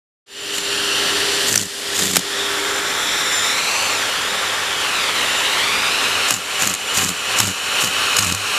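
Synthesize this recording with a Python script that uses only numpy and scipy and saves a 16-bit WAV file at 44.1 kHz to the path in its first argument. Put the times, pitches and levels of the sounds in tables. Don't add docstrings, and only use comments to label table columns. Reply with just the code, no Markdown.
import sys
import numpy as np
from scipy import signal
from scipy.fft import rfft, irfft
from scipy.io import wavfile
from scipy.ndimage import uniform_filter1d, map_coordinates

SR = 44100
rng = np.random.default_rng(int(sys.argv[2]) if len(sys.argv) > 2 else 0)


def store_wav(level_fs):
    pcm = np.round(np.clip(np.atleast_2d(level_fs), -1, 1) * 32767)
    wavfile.write(sys.argv[1], SR, pcm.T.astype(np.int16))


N = 378378
TIME = np.arange(N) / SR
HZ = np.maximum(np.fft.rfftfreq(N, 1 / SR), 1)

# (time [s], rush [dB], hiss [dB])
AIR_LEVELS = [(0.6, -23, -29), (1.05, -19, -25.5), (1.44, -20.5, -24), (2.4, -21.5, -27.5),
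              (2.85, -22, -27.8), (3.13, -21, -26), (3.42, -20, -24), (3.88, -20, -25), (4.2, -21.5, -29),
              (4.9, -21, -28.5), (5.35, -18.5, -26.5), (6.25, -19, -26.5), (7.0, -18, -26.5),
              (8.0, -19, -26.5), (8.58, -18.5, -25.5)]
# (time [s], in fur [power share], at mouth [power share])
GRIP = [(2.2, 1, 0), (2.45, 0.48, 0), (2.8, 0.1, 0), (3.2, 0.065, 0), (5.7, 0.28, 0.18), (6.4, 0.089, 0.93)]
# (frequency [Hz], relative density [dB])
FUR_SPECTRUM = [(100, -19), (250, -8), (450, -0.5), (750, -4.5), (1300, -3.5), (2000, -4), (3200, 1.5),
                (4600, 1), (6000, 0), (8300, -2), (13500, -13.5)]
FREE_SPECTRUM = [(100, -19), (250, -12), (450, -1), (750, -2), (1300, 4), (2000, 1.3), (3200, -0.5),
                 (4600, -5), (6000, -4), (8300, -7.5), (13500, -16)]
MOUTH_SPECTRUM = [(100, -45), (250, -22), (450, -1), (750, -1.5), (1300, -0.5), (2000, 1.5), (3200, 1.5),
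                  (4600, -7.5), (6000, -3.5), (8300, -6.5), (13500, -16.5)]
# (centre [Hz], width [Hz], gain [dB])
FUR_PEAKS = [(420, 72, 1.5), (1820, 300, 6), (2450, 260, 0), (2910, 107, 2.5), (6450, 200, -6),
             (9700, 500, 2.5)]
FREE_PEAKS = [(540, 58, 1.3), (860, 100, 3), (1124, 54, 2.9), (1365, 18.7, 1.7), (1730, 240, 1.1)]
MOUTH_PEAKS = [(765, 67, 3.5), (1146, 140, 4), (1385, 82, 4), (2544, 110, 4.5), (2940, 145, 6.5),
               (3650, 360, -2.5), (3900, 300, 3), (4500, 410, 4)]
# (time [s], lowest mode [Hz], mode spacing [Hz], ring [dB], reflection [ratio])
HOLLOW = [(0.5, 1473, 1467, -9.5, 0.041), (0.93, 1455, 1438, -2, 0.078), (1.5, 1500, 1500, -39, 0.18),
          (2.35, 1650, 1860, -2.5, -0.015), (2.75, 1540, 1850, -13, 0.14), (3.1, 1630, 1950, -5, 0.23),
          (3.45, 2091, 1680, -1.5, .05), (3.87, 2853, 1780, -4, -0.29), (4.08, 1885, 1100, -9.5, -0.015),
          (4.33, 1843, 1850, -7, .1), (4.75, 1650, 1650, -7.5, -0.099), (5.0, 1250, 1239, -5.5, 0.086),
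          (5.25, 1000, 898, -8, 0.017), (5.45, 1145, 880, -5.5, 0.099), (5.68, 1108, 1119, -2.5, .12),
          (5.95, 1500, 1250, -6, .2), (6.6, 1423, 1418, -15, .1), (8.1, 1560, 1350, -10.5, 0.29)]
# (time [s], whistle pitch [Hz])
FAN_PITCH = [(0.3, 7210), (1.3, 7197), (1.75, 7240), (2.25, 7268), (2.8, 7205), (3.6, 7194), (4.2, 7203),
             (5.0, 7180), (6.3, 7190), (7.0, 7209), (8.58, 7203)]
# (time [s], base level [dB])
FAN_SWELL = [(0.65, -38), (1.0, -42), (2.55, -46), (2.72, -38), (2.9, -44), (3.1, -35), (3.22, -43),
             (3.39, -28), (3.58, -48), (3.82, -35), (4.1, -43), (5.22, -43), (5.38, -34), (5.55, -49),
             (6.9, -37.5), (8.58, -46)]
# (pitch [multiple], offset [dB], swell [share])
FAN_PARTIALS = [(.5, -3, .3), (1, 4, 0.96), (1.5, -8.5, .25)]
# (time [s], base level [dB])
HUM_LEVEL = [(.5, -29.5), (1.25, -25.5), (2.0, -27.5), (2.65, -26.5), (3.3, -40.5), (6.1, -35.5),
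             (8.58, -38.5)]
# (frequency [Hz], offset [dB])
HUM_LINES = [(300.5, -14.5), (400.5, -5)]
# (frequency [Hz], level [dB re rush])
CASING_LINES = [(62, -37.5), (100, -31), (495, -33.5), (527, -26.5), (905, -30.5), (1352, -21)]
# (frequency [Hz], relative density [dB])
RUMBLE_SPECTRUM = [(25, -20), (90, -8.5), (300, 0.5), (500, -55), (900, -70)]
# (start [s], end [s], duck [dB], spit [dB], first flap rate [Hz], burr [dB], fundamental [dB re rest])
BLOCKS = [(0.536, 0.61, 2.5, -27, 110, -41, -11), (1.466, 1.656, 12.5, -22.5, 111.9, -30, -5.5),
          (1.945, 2.2, 6.5, -22, 100.6, -31, -9.5), (6.279, 6.385, 9, -22.5, 133.8, -31, -5),
          (6.59, 6.743, 9, -22.5, 111.8, -32, -8), (6.939, 7.12, 8.5, -20.5, 99, -32, -3.5),
          (7.367, 7.514, 8.5, -21.5, 111.6, -27, 2), (7.803, 7.887, 3, -21.5, 135.1, -29, -6),
          (8.16, 8.348, 7, -23.5, 106.8, -28, 1.5)]
# (frequency [Hz], relative density [dB])
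SPIT_SPECTRUM = [(2500, -34), (4000, -2), (5700, -2.5), (7200, 7), (8500, -2), (10500, -5.5), (14000, -7.5)]
THUD_SPECTRUM = [(200, -17), (700, -7.5), (1600, -6), (2900, -6), (4200, -8), (6500, -6)]
# (centre [Hz], width [Hz], gain [dB])
HOSE_MODES = [(165, 66, 10), (273, 18, 8)]
# (time [s], level before trim and duck [dB], length [ms])
LOUD_SLAPS = [(1.4847, -18, 4.7), (1.5279, -9.5, 2.4), (1.6148, -12, 0.98), (1.996, -16, 3),
              (2.0645, -20, 4.9), (2.1135, -17, 2.4), (2.1589, -14, 2.7), (6.2874, -16, 2),
              (6.308, -12, 2.6), (6.3405, -11, 1.7), (6.6229, -15, 4), (6.7508, -15, 2.1),
              (6.9762, -14, 6.4), (7.047, -12, 2.7), (7.3885, -11, 3.2), (7.403, -14, 3),
              (7.8455, -16, 3.5), (8.1685, -11, 3.06), (8.1902, -9.5, 4.7), (8.324, -13.5, 2.15)]
# (time [s], level [dB], length [ms], pitch [Hz])
SQUEAKS = [(1.578, -4.5, 1.3, 5970), (8.226, -15, 2.25, 6550)]

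FLAP_DELAY_S, FLAP_STOP_S = 0.028, 0.0065


def from_db(db):
    return 10 ** (np.asarray(db) / 20)


def unit_rms(x):
    return x / np.sqrt(np.mean(x ** 2) + 1e-20)


def curves(rows):
    times_s, *columns = np.transpose(rows)
    return [np.interp(TIME, times_s, column) for column in columns]


def colour(x, spectrum, peaks=()):
    hz, db = np.transpose(spectrum)
    gain_db = np.interp(np.log(HZ), np.log(hz), db)
    for centre_hz, width_hz, peak_db in peaks:
        gain_db += peak_db * np.exp(-2 * ((HZ - centre_hz) / width_hz) ** 2)
    return unit_rms(irfft(rfft(x) * from_db(gain_db), N))


def noise(spectrum, peaks=()):
    return colour(rng.standard_normal(N), spectrum, peaks)


def drift(rate_hz):
    return unit_rms(low_pass(rng.standard_normal(N), rate_hz, order=1))


def low_pass(x, edge_hz, order=4):
    return irfft(rfft(x) / (1 + (HZ / edge_hz) ** (2 * order)), N)


def tone(hz):
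    return np.sqrt(2) * np.sin(2 * np.pi * (np.cumsum(hz) / SR + rng.random()))


def gate(start_s, end_s, rise_s, fall_s):
    return np.clip((TIME - start_s) / rise_s + .5, 0, 1) * np.clip((end_s - TIME) / fall_s + .5, 0, 1)


def burst(time_s, length_ms, rise=0.82, fall=0.94):
    age = (TIME - time_s) * 1000 / length_ms
    return np.exp(-np.minimum(np.abs(age) / np.where(age < 0, rise, fall), 20) ** 2.7)


def airflow(rush_db, hiss_db, duck_db, covered, split_hz=4500, rush_trim_db=-0.26, hiss_trim_db=-1.06):
    fur, mouth = np.clip(curves(GRIP), 0, 1)
    free = np.clip(1 - fur - mouth, 0, 1)
    air = (np.sqrt(fur) * noise(FUR_SPECTRUM, FUR_PEAKS)
           + np.sqrt(free) * noise(FREE_SPECTRUM, FREE_PEAKS)
           + np.sqrt(mouth) * noise(MOUTH_SPECTRUM, MOUTH_PEAKS))
    air = hose_echo(hollow_reflection(air) + hollow_ring(duck_db))
    low = low_pass(air, split_hz)
    rush, hiss = [band / np.sqrt(uniform_filter1d(band ** 2, size=6000)) for band in (low, air - low)]
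    rush *= from_db(rush_db + rush_trim_db - duck_db)
    hiss *= from_db(hiss_db + hiss_trim_db - 0.65 * duck_db)
    flow = rush + hiss + spitting(duck_db)
    gust_db, grain_db, sputter_db = 0.45 * drift(12), 0.12 * drift(510), 2.5 * drift(200)
    return flow * from_db(gust_db + grain_db + covered * sputter_db)


def hollow_reflection(x):
    _, spacing_hz, _, strength = curves(HOLLOW)
    delayed = map_coordinates(x, [np.arange(N) - SR / spacing_hz], order=3)
    return (x + strength * delayed) / np.sqrt(1 + strength ** 2)


def hollow_ring(duck_db, half_width_hz=320, best_hz=2950, span_octaves=0.85, waver_db=1):
    lowest_hz, spacing_hz, ring_db, _ = curves(HOLLOW)
    quadrature = [unit_rms(low_pass(rng.standard_normal(N), half_width_hz, order=2)) for _ in range(2)]
    shift_hz = 55 * drift(7)
    ring = 0
    for k in range(4):
        hz = lowest_hz + k * spacing_hz + shift_hz
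        phase = 2 * np.pi * np.cumsum(hz) / SR
        power = 1 / (1 + (2 * np.log2(hz / best_hz) / span_octaves) ** 2)
        quadrature = np.roll(quadrature, SR // 2, axis=1)
        band = quadrature[0] * np.cos(phase) + quadrature[1] * np.sin(phase)
        ring += np.sqrt(power) * from_db(waver_db * drift(2.4)) * band
    return ring * from_db(ring_db - 0.68 * duck_db)


def hose_echo(x, round_trip_s=0.0117, feedback=0.25):
    return irfft(rfft(x) / (1 - feedback * np.exp(-2j * np.pi * HZ * round_trip_s)), N)


def fan(duck_db, wobble_hz=7.95, flutter_db=3, reference_db=-36.5):
    (pitch_hz,), (whistle_db,) = curves(FAN_PITCH), curves(FAN_SWELL)
    pitch_hz += wobble_hz * drift(50)
    base_db = reference_db - 0.64 * duck_db
    swell_db = whistle_db - reference_db
    return sum(tone(k * pitch_hz) * from_db(base_db + db + share * swell_db + flutter_db * drift(55))
               for k, db, share in FAN_PARTIALS)


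def motor(rush_db, duck_db, rumble_re_rush_db=-23):
    hum_db, = curves(HUM_LEVEL)
    hum = sum(tone(hz + 0.86 * drift(9.2)) * from_db(hum_db + db + 0.73 * drift(26))
              for hz, db in HUM_LINES)
    casing = sum(tone(hz + 3 * drift(11.6)) * from_db(db + 2 * drift(3)) for hz, db in CASING_LINES)
    rumble = from_db(rumble_re_rush_db) * noise(RUMBLE_SPECTRUM)
    return from_db(-duck_db) * (hum + from_db(rush_db) * (casing + rumble))


def gain_duck(lift_db=0.5, lift_s=0.088, hold_s=0.022, release_db_per_s=33.5):
    cut_db, lift = 0, 0
    for start_s, end_s, depth_db, *_ in BLOCKS:
        attack_db = depth_db * (TIME - start_s) / (end_s - start_s)
        release_db = depth_db - release_db_per_s * np.maximum(TIME - end_s - hold_s, 0)
        cut_db = np.maximum(cut_db, np.minimum(attack_db, release_db))
        lift += np.clip(1 - np.abs(TIME - start_s) / lift_s, 0, 1)
    return cut_db - lift_db * lift


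def spitting(duck_db, rise_s=0.018, fall_s=0.062):
    level = sum(gate(start_s, end_s, rise_s, fall_s) * from_db(db)
                for start_s, end_s, _, db, *_ in BLOCKS)
    return noise(SPIT_SPECTRUM) * level * from_db(-0.82 * duck_db)


def burr(covers, last_hz=90, jitter=0.07, rough_db=4.5):
    glides = []
    for start_s, end_s, _, _, first_hz, *_ in BLOCKS:
        glides += [(start_s + FLAP_DELAY_S, first_hz), (end_s, last_hz)]
    flap_hz, = curves(glides)
    phase = 2 * np.pi * np.cumsum(flap_hz * (1 + jitter * drift(83))) / SR
    pulses = sum(np.cos(k * phase) for k in range(2, 7)) * from_db(rough_db * drift(84))
    overtones = colour(pulses, [(50, -25), (130, 0), (330, -5), (700, -16)], HOSE_MODES)
    fundamental = np.sqrt(2) * np.cos(phase)
    flaps = 0
    for cover, (*_, burr_db, fundamental_db) in zip(covers, BLOCKS):
        weight = from_db(fundamental_db)
        flaps += cover * from_db(burr_db) * (overtones + weight * fundamental) / np.sqrt(1 + weight ** 2)
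    return flaps


def small_slaps(rate_hz=50, jitter_s=0.003, level_db=-20.5, spread_db=4.5, length_ms=2.8):
    times_s = np.concatenate([np.arange(start_s + FLAP_DELAY_S, end_s, 1 / rate_hz)
                              for start_s, end_s, *_ in BLOCKS])
    return [(rng.normal(time_s, jitter_s), rng.normal(level_db, spread_db), length_ms)
            for time_s in times_s]


def slaps(duck_db, trim_db=-0.26, thud_db=-2.5, thud_spread_db=6, edge_hz=11400):
    spit = noise(SPIT_SPECTRUM)
    thud = noise(THUD_SPECTRUM) * from_db(thud_db + thud_spread_db * drift(19))
    power = sum((burst(time_s, length_ms) * from_db(db + trim_db)) ** 2
                for time_s, db, length_ms in list(LOUD_SLAPS) + small_slaps())
    envelope = np.sqrt(power) * from_db(-0.18 * duck_db)
    return hollow_reflection(low_pass(envelope * (spit + thud), edge_hz, order=2))


def squeaks(waver=0.12):
    bend = 1 + waver * drift(1180)
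    return sum(burst(time_s, length_ms) * from_db(db) * tone(hz * bend)
               for time_s, db, length_ms, hz in SQUEAKS)


def lingering_tone(pitch_hz=100, level_db=-34, rise_s=0.022, t60_s=0.91):
    age_s = TIME - BLOCKS[-1][1]
    onset = np.clip(age_s / rise_s + 1, 0, 1)
    return onset * from_db(level_db - 60 * np.maximum(age_s, 0) / t60_s) * tone(np.full(N, pitch_hz))


def scene():
    rush_db, hiss_db = curves(AIR_LEVELS)
    duck_db = gain_duck()
    covers = [gate(start_s + FLAP_DELAY_S, end_s - FLAP_STOP_S, rise_s=0.012, fall_s=0.071)
              for start_s, end_s, *_ in BLOCKS]
    covered = np.minimum(sum(covers), 1)
    vacuum = airflow(rush_db, hiss_db, duck_db, covered) + fan(duck_db) + motor(rush_db, duck_db)
    mono = vacuum + burr(covers) + slaps(duck_db) + squeaks() + lingering_tone()
    return np.array([mono, mono])


def record(dry, start_s=0.26, fade_s=0.38, cutoff_hz=14150):
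    faded = dry * np.clip((TIME - start_s) / fade_s, 0, 1)
    top_cut = signal.ellip(12, .1, 90, cutoff_hz, fs=SR, output="sos")
    return signal.sosfilt(top_cut, np.clip(faded, -1, 1))


dry = scene()
out = record(dry)
store_wav(out)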